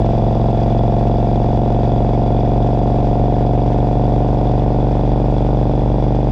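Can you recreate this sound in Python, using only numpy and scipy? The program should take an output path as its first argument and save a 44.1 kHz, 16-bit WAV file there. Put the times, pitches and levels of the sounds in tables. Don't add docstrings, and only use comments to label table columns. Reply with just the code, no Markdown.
import sys
import numpy as np
from scipy import signal
from scipy.fft import rfft, irfft
from scipy.io import wavfile

SR = 44100
rng = np.random.default_rng(int(sys.argv[2]) if len(sys.argv) > 2 else 0)


def unload_wav(signal):
    wavfile.write(
        sys.argv[1],
        SR,
        np.round(np.clip(np.atleast_2d(signal).T, -1, 1) * 32767).astype(np.int16),
    )


N = 278271

# pitch_hz, width_hz, leading_gain, trailing_gain
EXHAUST_MODES = [(36.6, 62, -1.3, -0.98), (52.8, 14, 4.84, 2.5), (103.7, 16.1, 2, 2.5),
                 (147.7, 25.4, -1.56, -1.53), (207, 16, -1.14, -2.16), (246.7, 42, 0.58, 0.46),
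                 (282.2, 22.7, 0.4, -0.65), (305.6, 67, -0.86, -0.24), (398.5, 20, -0.26, -0.04),
                 (421.7, 30, -0.33, -0.23), (500, 45, -0.3556, -0.13), (559, 79, 0.18, -0.24),
                 (613, 109, -0.41, -0.23), (659.4, 19, 0.06, -0.27), (711.6, 13.5, -0.9, -1.61),
                 (794.5, 26, -0.4, -0.13), (874, 290, 1.1351, 0.774), (1094, 12, 0, 0.3)]
# waves_per_engine_cycle, relative_db, waver_share
GEAR_TONES = [(30, -28, .08), (60, -61, .6)]
# waves_per_engine_cycle, relative_db, waver_share
BELT_TONES = [(25.58, -40.5, .35)]
# time_s, gain_db
GEAR_RIDE = [(0, 3.5), (2.3, 0.6), (3.3, -2.5), (4.2, 3.5), (5.2, 1), (6.3, -0.6)]
# place_cycles, low_ring_send_db, high_ring_send_db
VALVE_TAPS = [(.02, -1.5, -14), (.15, -23, -0.5), (0.329, -8, -5), (.40, -2, -12.5), (.52, -3, -14.5),
              (.68, -16.5, -2), (.91, -5, -6.5)]
# pitch_hz, width_hz, relative_db
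HEAD_RINGS = [(3435, 68, -49.5), (4750, 105, -58.5)]
# time_s, gain_db
RING_RIDE = [(0, -1.3), (1.4, -2.3), (2.2, -0.5), (2.8, -3.5), (4.7, -4), (6.3, -3.5)]
# frequency_hz, relative_db
BUFFET_EQ = [(12, -10.5), (25, 3.5), (42, -2.5), (80, -1.5), (125, -5.5), (200, -11), (420, -15),
             (700, -17.5), (1030, -20.5), (1300, -33.5), (2500, -71)]
# frequency_hz, relative_db
HISS_EQ = [(700, -5), (1300, 2.5), (1900, 0.8), (2100, -1.5), (2450, 0.8), (3000, -5), (3700, -4),
           (4200, -10), (5100, -8.5), (6600, -17), (8100, -23), (8900, -37), (10000, -36), (11200, -49),
           (14500, -56)]
# peak_s, rise_db
GUSTS = [(0.12, 2), (0.63, 2), (1.24, 1), (3.06, 1.5)]

START_RPM, CLIMB_RPM_PER_S, CRUISE_RPM, EASE_OFF_RPM = 2715.87, 39.291, 2927.91, 26.38
FIRST_FIRING_CYCLES, TRAILING_LAG_CYCLES = .021, .397
LEADING_EASE_DB, TRAILING_EASE_DB = 0.5, 0.85
EXHAUST_GAIN_DB, MUFFLER_HZ = 34, 624.2
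TICKS_PER_S, TICK_DRIVE_DB, TICK_SPREAD_DB = 4.5, -50.5, 2.0
BUFFET_DB, HISS_DB, GUST_S = -26, -45.5, 0.06
TREBLE_SPLIT_HZ, TREBLE_FADE_DB_PER_S = 4500, 0.14


def exhaust(cycles, pull):
    leading = once_a_cycle(cycles, 0, spread_db=0.12, jitter_s=.00002)
    leading *= from_db(LEADING_EASE_DB * (pull - 3))
    trailing = once_a_cycle(cycles, TRAILING_LAG_CYCLES, spread_db=0.23, jitter_s=.00002)
    trailing *= from_db(TRAILING_EASE_DB * (pull - 2))
    boom = sum(resonate(leading_gain * leading + trailing_gain * trailing, hz, width_hz)
               for hz, width_hz, leading_gain, trailing_gain in EXHAUST_MODES)
    muffled = signal.sosfilt(signal.butter(5, MUFFLER_HZ, fs=SR, output="sos"), boom)
    headers = resonate(resonate(leading + trailing, hz=1380, width_hz=150), hz=1380, width_hz=150)
    return from_db(EXHAUST_GAIN_DB) * muffled + from_db(-58.5) * rms_one(headers)


def engine_speed():
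    headroom = (CRUISE_RPM - START_RPM - CLIMB_RPM_PER_S * np.arange(N) / SR) / EASE_OFF_RPM
    rpm = CRUISE_RPM - EASE_OFF_RPM * np.logaddexp(0, headroom)
    pull = 1 / (1 + np.exp(-headroom))
    return rpm, pull


def driveline(cycles):
    gears = fader(GEAR_RIDE) * whine(cycles, GEAR_TONES)
    belt = from_db(0.5) * whine(cycles, BELT_TONES)
    return gears + belt


def whine(cycles, tones):
    out = np.zeros(N)
    for multiple, level_db, waver_share in tones:
        waver = (drift(rate_hz=4.7) + 1j * drift(rate_hz=2.6)) / np.sqrt(2)
        strength = np.sqrt(1 - waver_share ** 2) + waver_share * waver
        tone = np.real(strength * np.exp(2j * np.pi * multiple * cycles))
        out += from_db(level_db) * rms_one(tone)
    return out


def valve_gear(cycles):
    taps = np.array([once_a_cycle(cycles, place, spread_db=3.5, jitter_s=.0005)
                     for place, *_ in VALVE_TAPS])
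    rings = 0
    for (hz, width_hz, level_db), send_db in zip(HEAD_RINGS, np.transpose(VALVE_TAPS)[1:]):
        drive = from_db(send_db) @ taps
        chink = from_db(-15) * resonate(drive, hz, width_hz=140)
        rings += from_db(level_db) * rms_one(chink + resonate(drive, hz, width_hz))
    rocker_hits = taps.sum(axis=0) * from_db(1.6 * drift(rate_hz=60))
    clatter = from_db(-56.0) * rms_one(noise_bursts(rocker_hits, decay_s=0.0014))
    cockpit_band = signal.butter(4, [2000, 5700], "band", fs=SR, output="sos")
    return signal.sosfilt(cockpit_band, fader(RING_RIDE) * rings + clatter)


def ticks():
    clicks = rng.random(N) < TICKS_PER_S / SR
    strength = from_db(TICK_DRIVE_DB + TICK_SPREAD_DB * rng.standard_normal(N))
    bursts = noise_bursts(clicks * strength, decay_s=0.00087)
    return resonate(resonate(bursts, hz=6500, width_hz=4000), hz=6500, width_hz=4000)


def slipstream():
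    t = np.arange(N) / SR
    gust_db = sum(rise_db * np.exp(-((t - peak_s) / GUST_S) ** 2) for peak_s, rise_db in GUSTS)
    buffet = from_db(BUFFET_DB + 0.97 * drift(rate_hz=5.5)) * coloured_noise(BUFFET_EQ)
    hiss = from_db(HISS_DB + gust_db + 1.4 * drift(rate_hz=60)) * coloured_noise(HISS_EQ)
    treble = signal.sosfilt(signal.butter(1, TREBLE_SPLIT_HZ, "high", fs=SR, output="sos"), hiss)
    return buffet + (hiss - treble) + from_db(-TREBLE_FADE_DB_PER_S * t) * treble


def once_a_cycle(cycles, place, spread_db, jitter_s):
    passes = np.flatnonzero(np.diff(np.floor(cycles - place)) > 0)
    timing, strength = rng.standard_normal((len(passes), 2)).T
    onsets = np.round(passes + timing * jitter_s * SR).astype(int)
    clicks = np.zeros(N)
    clicks[np.clip(onsets, 0, N - 1)] = from_db(spread_db * strength)
    return clicks


def noise_bursts(clicks, decay_s):
    envelope = signal.lfilter([1], [1, -np.exp(-1 / (decay_s * SR))], clicks + 1e-18)
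    return envelope * rng.standard_normal(N)


def resonate(x, hz, width_hz):
    radius = np.exp(-np.pi * width_hz / SR)
    feedback = [1, -2 * radius * np.cos(2 * np.pi * hz / SR), radius ** 2]
    return signal.lfilter(np.array([1, 0, -1]) * (1 - radius ** 2) / 2, feedback, x + 1e-18)


def coloured_noise(eq):
    hz, db = np.transpose(eq)
    bins_hz = np.arange(1, N // 2 + 2) * SR / N
    gain = from_db(np.interp(np.log(bins_hz), np.log(hz), db))
    return rms_one(irfft(rfft(rng.standard_normal(N)) * gain, N))


def drift(rate_hz):
    hz = np.arange(N // 2 + 1) * SR / N
    return rms_one(irfft(rfft(rng.standard_normal(N)) / (1 + (hz / rate_hz) ** 2), N))


def fader(ride):
    time_s, gain_db = np.transpose(ride)
    return from_db(np.interp(np.arange(N) / SR, time_s, gain_db))


def from_db(db):
    return 10 ** (np.asarray(db) / 20)


def rms_one(x):
    return x / np.sqrt(np.mean(x ** 2) + 1e-20)


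def scene():
    rpm, pull = engine_speed()
    cycles = np.cumsum(rpm / 60 / 2) / SR - FIRST_FIRING_CYCLES
    cycles += .00035 * drift(rate_hz=3)
    return (exhaust(cycles, pull) + driveline(cycles) + valve_gear(cycles) + ticks() + slipstream())[None]


def record(dry):
    stopband_hz = 15000
    return signal.sosfilt(signal.cheby2(12, 70, stopband_hz, fs=SR, output="sos"), dry)


dry = scene()
out = record(dry)
unload_wav(out)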